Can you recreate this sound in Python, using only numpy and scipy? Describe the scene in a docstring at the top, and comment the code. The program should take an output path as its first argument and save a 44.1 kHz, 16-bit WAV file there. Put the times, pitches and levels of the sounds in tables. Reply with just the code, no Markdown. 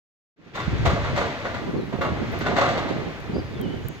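"""A long-reach excavator shakes its bucket out over a dump truck, heard across a pond on a hand-held camera.
After a short silence everything comes in low, with the far diesel, then opens up half a second in. Steel knocks
and chatters in two bouts, the wood behind throwing back a long wash, while wind buffets the two microphone
ports. A bird calls between the bouts. Short bright ticks and gritty scuffs follow, the first on the steel blow
at two seconds. The knocks die away near three seconds; small birds call over diesel and wind."""
import sys
import numpy as np
from scipy import signal
from scipy.fft import rfft, irfft
from scipy.io import wavfile

SR = 44100
rng = np.random.default_rng(int(sys.argv[2]) if len(sys.argv) > 2 else 0)


def waveform_to_disk(signal):
    """Save audio, clipped to [-1, 1], as 16-bit WAV at the path in sys.argv[1]."""
    frames = np.transpose(np.atleast_2d(signal))
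    scaled = np.clip(frames, -1, 1) * 32767
    samples = np.round(scaled).astype(np.int16)
    wavfile.write(sys.argv[1], SR, samples)


N = 176400

# far sound at the two ports (frequency [Hz], likeness [0-1], left lead [rad], left minus right [dB])
PORT_RESPONSE = [(100, 1, 1, 7), (600, 0.99, -0.75, -0.5), (1240, 0.82, -0.84, 1), (1830, 0.55, -2, 3),
                 (2580, 0, -3.5, -1), (3900, 0.42, -8, -3), (5870, 0, -8, -4.5), (6900, 0.96, -15, -0.5),
                 (9150, 0.18, -8.5, 1.5)]
# diesel and fan across the pond (frequency [Hz], relative density [dB])
DIESEL_SPECTRUM = [(40, -3), (120, 6.5), (300, 0), (900, -6), (2000, -4), (4200, -15.5), (5400, -22.5),
                   (7000, -25), (8800, -48.5)]
# swell of the diesel (time [s], level [dB])
DIESEL_LEVEL = [(.55, -34), (1.3, -33.5), (1.85, -41.5), (2.5, -32.5), (3.2, -39), (4, -42.5)]
# far bird notes (time [s], length [s], start pitch [Hz], end pitch [Hz], level [dB], rasp [0-1])
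BIRD_NOTES = [(1.75, .11, 4800, 3780, -53.5, .014), (3.335, .045, 4950, 4720, -46.5, .022),
              (3.375, .035, 4900, 4850, -47.5, .03), (3.535, .06, 3650, 3430, -50, .015),
              (3.59, .105, 3400, 2920, -45, .016), (3.695, .045, 2940, 3020, -45, .012),
              (3.8, .2, 6900, 6600, -59, .06)]
# short bright ticks and gritty scuffs (time [s], level [dB], left minus right [dB], decay [s])
TICKS_AND_SCUFFS = [(2.012, -55, 0, .035), (2.316, -55.5, -3, .035), (2.39, -37, 15, .002),
                    (2.40, -54, 3, .025), (3.204, -45, 6, .0012), (3.614, -28, 17, .0008),
                    (3.885, -25.5, 19, .0008)]
# colour of a tick (frequency [Hz], relative density [dB])
TICK_SPECTRUM = [(2000, -20), (9000, -10), (13500, 1), (16000, -2)]
# deep wind rumble and quicker flutter on the ports (frequency [Hz], relative density [dB])
RUMBLE_SPECTRUM = [(30, -43), (50, 0), (80, 8.5), (130, 7.5), (200, -17), (400, -84)]
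FLUTTER_SPECTRUM = [(60, -18.5), (150, -0.5), (250, -1.5), (400, -3.5), (600, -16), (1000, -23),
                    (2500, -82)]
# gusts of rumble and of flutter (time [s], relative level [dB])
RUMBLE_GUSTS = [(.55, -64), (.65, -30), (.72, -25.5), (.88, -22), (1.0, -24), (1.2, -29), (1.41, -58),
                (1.5, -38.5), (1.9, -39), (2.2, -32), (2.9, -35.5), (3.2, -41), (3.36, -31.5), (3.5, -34.5),
                (3.88, -34.5), (4, -50)]
FLUTTER_GUSTS = [(.4, -30), (.58, -47.5), (.68, -39), (.88, -25), (1.03, -38), (1.22, -26.5), (1.38, -47.5),
                 (1.48, -39), (1.78, -26.5), (1.89, -36), (2.05, -28.5), (2.35, -31), (2.6, -28.5),
                 (3.02, -29), (3.22, -42.5), (3.37, -25.5), (3.47, -39.5), (3.6, -27), (3.88, -36),
                 (4, -49.5)]
# single buffets on the ports (time [s], level [dB], frequency [Hz], left minus right [dB])
WIND_BUFFETS = [(0.681, -11, 135, -19), (0.737, -16.5, 76, 20), (0.811, -20, 90, -8),
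                (0.84, -20, 78.6, -14), (0.937, -12.5, 141, -3), (1.941, -14, 266, -28),
                (2.414, -14.5, 307, -13), (3.359, -18, 358, 9), (3.3675, -19, 417, 7),
                (3.383, -14.5, 328, -13)]
# squeals of steel on steel (time [s], length [s], pitch [Hz], level [dB])
PIN_SQUEALS = [(.535, .125, 3590, -43.5), (1.985, .135, 2755, -43), (2.445, .055, 3590, -39),
               (2.44, .06, 1500, -32)]
# ringing of bucket and truck bed (frequency [Hz], relative level [dB])
STEEL_MODES = [(571, -11), (670, -9.5), (712, -10), (931, -15), (1008, -14), (1120, -10), (1190, -12),
               (1263, -13), (1410, -13), (1453, -13), (1884, -20), (1993, -18), (2164, -20), (2735, -22),
               (2820, -21), (3578, -20), (3690, -23)]
# dense clatter of the plates (frequency [Hz], relative density [dB])
PLATE_SPECTRUM = [(100, -20), (300, -11.5), (600, 0.5), (900, -7), (1300, -7.5), (1750, -9), (2100, -5),
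                  (2400, -14), (4200, -14), (5100, -24), (7000, -24.5), (9200, -44), (15000, -43.5)]
# bucket blows (time [s], relative level [dB], tilt [dB/octave], extra clank [dB], plate note [Hz])
BUCKET_BLOWS = [(.547, -33.5, 1, -1.5, 1050), (.566, -40.5, -0.5, 12, 1000), (.592, -31.5, -0.5, 1, 1130),
                (.849, -21, -0.4, -0.5, 715), (.892, -33.5, 1, 6, 1200), (.955, -34.5, -7, 2.5, 570),
                (1.038, -31.5, -0.5, 4, 1400), (1.081, -34, -2, -1, 1000), (1.153, -29.5, 1, 1.5, 570),
                (1.168, -23, -1, -2, 740), (1.204, -27.5, -1, 0.5, 1440), (1.245, -34.5, 0, -3, 670),
                (1.444, -28.5, -2, 1.5, 1460), (1.534, -34.5, 0.5, 2.5, 1950),
                (1.92, -35.5, -2.5, 2.5, 900), (2.007, -26, -2, 4.5, 1130), (2.04, -31, -2, 6, 840),
                (2.158, -40.5, -3.5, 7, 820), (2.328, -36.5, -4, 5.5, 680), (2.403, -35, 1.5, 4.5, 1500),
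                (2.457, -26, -1, 2.5, 1430), (2.498, -29, -4.5, 1, 670), (2.557, -24.5, 0.5, 4, 570),
                (2.576, -20, -1.5, 2.5, 672), (2.605, -22.5, -0.5, 4.5, 1080), (2.645, -31, 0.5, 5, 1400),
                (2.68, -27, 0, 0, 930), (2.708, -28.5, -2, -9, 710), (2.768, -29, -0.5, -1.5, 570),
                (2.877, -33.5, -0.5, -1.5, 890)]

WOOD_T60_S, WOOD_TREBLE_T60_S, WOOD_BUILD_S, WOOD_TOP_HZ = 1.79, 0.9, 0.016, 7500
FIRING_HZ, THROB_DEPTH = 108.5, 0.05
BIRD_ECHO_S, BIRD_ECHO_DB, BIRD_ECHO_TOP_HZ, BIRD_WOOD_DB = 0.11, -5, 3000, -5.5
RUMBLE_DB, FLUTTER_DB, FLUTTER_PAN_DB, EDDIES_PER_S = -0.5, 0.5, -5, 90
RISE_S, STRIKE_DB, CRACK_S, CLANK_HZ, CLANK_OCTAVES = 0.012, 13.5, 0.024, 1290, 0.5
CHATTER_S, CHATTER_DB, CHATTER_PER_S, CHATTER_SPREAD_DB = 0.06, -2, 220, 1.5
RING_DB, RING_T60_AT_1KHZ_S, RING_TOP_HZ, MODE_SCATTER_DB = -6, 0.23, 4760, 2.5
NOTE_DB, NOTE_DECAY_S, NOTE_DETUNE = -2.5, 0.034, 0.0437
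BUCKET_WOOD_DB, HISS_DB = -6.5, -65
START_S, FADE_IN_S, OPEN_S, OPENING_S, MUTED_DB, TOP_HZ = 0.36, 0.12, 0.5285, 0.024, -16, 15900


def undb(db):
    """Decibels to gain."""
    return 10 ** (np.asarray(db) / 20)


def unit(x):
    """Scale to rms 1."""
    return x / np.sqrt(np.mean(x ** 2))


def clock():
    """Time of each sample in seconds."""
    return np.arange(N) / SR


def curve(rows):
    """Gain over time from (time [s], level [dB]) points."""
    return undb(np.interp(clock(), *np.array(rows).T))


def per_bin(rows):
    """Each column of a table over frequency, spread on the bins of a double-length spectrum."""
    hz, *columns = np.array(rows, float).T
    bins = np.log(np.arange(N + 1) * SR / (2 * N) + 1)
    return [np.interp(bins, np.log(hz), column) for column in columns]


def shape(x, gain):
    """Filter by a gain per bin."""
    return irfft(rfft(x, 2 * N) * gain)[..., :N]


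def colour(x, rows):
    """Filter by (frequency [Hz], level [dB]) points; white noise keeps its power."""
    return shape(x, unit(undb(per_bin(rows)[0])))


def lowpass(x, hz, order=2):
    """Roll off the treble above hz."""
    return signal.sosfilt(signal.butter(order, hz, fs=SR, output="sos"), x)


def walk(per_s):
    """Random wander of rms 1 that turns per_s times a second."""
    points = rng.standard_normal(4096)
    return unit(np.interp(clock() * per_s, np.arange(len(points)), points))


def panned(x, pan_db):
    """Place a sound between left and right at constant power."""
    return x * unit(undb(np.array([[pan_db], [-pan_db]]) / 2))


def ports(pair):
    """Far sound reaches the two microphone ports alike in the bass, shifted and apart higher up."""
    likeness, lead, pan_db = per_bin(PORT_RESPONSE)
    likeness = np.clip(likeness, 0, 1)
    shared = shape(pair[0], likeness * np.exp(-1j * lead))
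    apart = shape(pair[1], np.sqrt(1 - likeness ** 2))
    return shape(np.array([pair[0], shared + apart]), undb(np.array([pan_db, -pan_db]) / 2))


def wood(x):
    """Scatter from the trees behind the far bank: builds up, then fades, the treble first."""
    t = clock()
    noise = rng.standard_normal((2, N))
    low = lowpass(noise, 1800, order=1)
    tail = low * undb(-60 * t / WOOD_T60_S) + (noise - low) * undb(-60 * t / WOOD_TREBLE_T60_S)
    tail = unit(tail * (1 - np.exp(-t / WOOD_BUILD_S))) / np.sqrt(N)
    return signal.fftconvolve(np.atleast_2d(x), lowpass(tail, WOOD_TOP_HZ), axes=1)[:, :N]


def diesel():
    """Engine roar from across the pond, pulsing with each firing."""
    firings = np.cumsum(FIRING_HZ * (1 + 0.0117 * walk(2.84))) / SR
    throb = 1 + THROB_DEPTH * np.cos(2 * np.pi * firings)
    roar = rng.standard_normal((2, N)) * throb * undb(0.34 * walk(25))
    return colour(roar, DIESEL_SPECTRUM) * curve(DIESEL_LEVEL)


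def birds():
    """Thin, distant notes that slide and level out with a little rasp, echoed by the trees."""
    song = np.zeros(N)
    for start, length, from_hz, to_hz, db, rasp in BIRD_NOTES:
        progress = np.clip((clock() - start) / length, 0, 1)
        hz = (to_hz + (from_hz - to_hz) * (1 - progress) ** 2.1) * (1 + rasp * walk(600))
        swell = np.abs(np.sin(np.pi * progress)) ** 0.68
        song += undb(db) * swell * np.sin(2 * np.pi * np.cumsum(hz) / SR)
    echo = lowpass(np.interp(clock() - BIRD_ECHO_S, clock(), song), BIRD_ECHO_TOP_HZ)
    return song + undb(BIRD_ECHO_DB) * echo + undb(BIRD_WOOD_DB) * wood(song)


def ticks():
    """Bright bursts of noise: gritty scuffs near the centre, sharp ticks toward the left port."""
    bursts = np.zeros((2, N))
    for start, db, pan_db, decay in TICKS_AND_SCUFFS:
        age = clock() - start
        fade = (age >= 0) * np.exp(-np.abs(age) / decay)
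        bursts += panned(undb(db) * rng.standard_normal((2, N)) * fade, pan_db)
    return colour(bursts, TICK_SPECTRUM)


def eddies(spectrum, spread_db):
    """Turbulence hits each port on its own: two unrelated noises of unsteady level."""
    pair = [rng.standard_normal(N) * undb(spread_db * walk(EDDIES_PER_S)) for _ in range(2)]
    return np.array([unit(colour(noise, spectrum)) for noise in pair])


def wind():
    """Wind right on the microphone: deep rumble, quick flutter and single buffets."""
    rumble = eddies(RUMBLE_SPECTRUM, spread_db=4) * curve(RUMBLE_GUSTS)
    flutter = eddies(FLUTTER_SPECTRUM, spread_db=3.5) * curve(FLUTTER_GUSTS)
    pressure = undb(RUMBLE_DB) * rumble + undb(FLUTTER_DB) * panned(flutter, FLUTTER_PAN_DB)
    for peak_s, db, hz, pan_db in WIND_BUFFETS:
        spread = (np.pi * hz * (clock() - peak_s)) ** 2
        pulse = (1 - 2 * spread) * np.exp(-spread)  # one push between two shallow dips
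        pressure += panned(undb(db) * pulse, pan_db)
    return pressure


def squeals():
    """The bucket's pins catch and sing briefly, each squeal on one wavering note."""
    sound = np.zeros(N)
    for start, length, hz, db in PIN_SQUEALS:
        progress = np.clip((clock() - start) / length, 0, 1)
        phase = 2 * np.pi * np.cumsum(hz * (1 + 0.00585 * walk(400))) / SR
        sound += undb(db) * np.sin(np.pi * progress) * np.sin(phase)
    return sound


def contact(hz, tilt_db, clank_db):
    """Gain of one blow over frequency: a tilt about 1 kHz and a broad hump of clank."""
    hz = np.clip(hz, 400, 5000)
    clank = np.exp(-0.5 * (np.log2(hz / CLANK_HZ) / CLANK_OCTAVES) ** 2)
    return undb(tilt_db * np.log2(hz / 1000) + clank_db * clank)


def steel_modes(hz, t):
    """Bucket and truck bed ring in damped modes, one a row; the higher ones die sooner."""
    t60 = RING_T60_AT_1KHZ_S / np.sqrt(hz[:, None] / 1000)
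    modes = np.cos(2 * np.pi * hz[:, None] * t) * undb(-60 * t / t60)
    return lowpass(modes / np.linalg.norm(modes, axis=1, keepdims=True), RING_TOP_HZ)


def plate_note(hz, t):
    """The struck plate's own note: two close partials that beat as they die."""
    phase = 2 * np.pi * hz * (t - RISE_S)
    return (np.sin(phase) + 0.5 * np.sin(phase * (1 + NOTE_DETUNE))) * np.exp(-t / NOTE_DECAY_S)


def bucket():
    """On the far bank, each blow is a strike, a crack and a chatter of loose steel that set it ringing."""
    size = SR // 2
    t = np.arange(size) / SR
    bin_hz = np.fft.rfftfreq(size, 1 / SR)
    mode_hz, mode_db = np.array(STEEL_MODES).T
    modes = steel_modes(mode_hz, t)
    rattle = unit(undb(CHATTER_SPREAD_DB * walk(CHATTER_PER_S)))
    rise = np.minimum(t / RISE_S, 1)
    crack = np.exp(-np.maximum(t - RISE_S, 0) / CRACK_S)
    force, ringing = np.zeros((2, 2, N + size))
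    for start, db, tilt_db, clank_db, note_hz in BUCKET_BLOWS:
        span = slice(int(start * SR), int(start * SR) + size)
        chatter = undb(CHATTER_DB) * np.exp(-t / CHATTER_S) * rattle[span]
        push = rng.standard_normal((2, size)) * np.hypot(crack, chatter) * rise
        push[0, int(RISE_S * SR)] += undb(STRIKE_DB)  # the hard strike
        push = undb(db) * irfft(rfft(push) * contact(bin_hz, tilt_db, clank_db))
        force[:, span] += push
        # each blow lands somewhere else, so the mix of modes varies
        ring = undb(mode_db + MODE_SCATTER_DB * rng.standard_normal(len(mode_hz))) @ modes
        ringing[:, span] += undb(RING_DB) * signal.fftconvolve(push, ring[None], axes=1)[:, :size]
        note = plate_note(note_hz, t) * rise
        ringing[0, span] += undb(db + NOTE_DB) * contact(note_hz, tilt_db, clank_db) * note
    plates = colour(force[:, :N], PLATE_SPECTRUM)
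    return plates + ringing[:, :N] + undb(BUCKET_WOOD_DB) * wood(plates)


def scene():
    """Machines and birds far off, wind at the microphone, bright ticks and a faint steady hiss."""
    hiss = undb(HISS_DB) * rng.standard_normal((2, N))
    return ports(bucket() + diesel()) + squeals() + birds() + wind() + ticks() + hiss


def record(dry):
    """The sound starts late and low, then opens to full level; the highest treble is cut."""
    t = clock()
    fade_in = np.clip((t - START_S) / FADE_IN_S, 0, 1)
    opened = np.clip((t - OPEN_S) / OPENING_S, 0, 1)
    gain = fade_in * undb(MUTED_DB * (1 - opened))
    return signal.sosfilt(signal.ellip(10, 0.2, 80, TOP_HZ, fs=SR, output="sos"), dry * gain)


dry = scene()
out = record(dry)
waveform_to_disk(out)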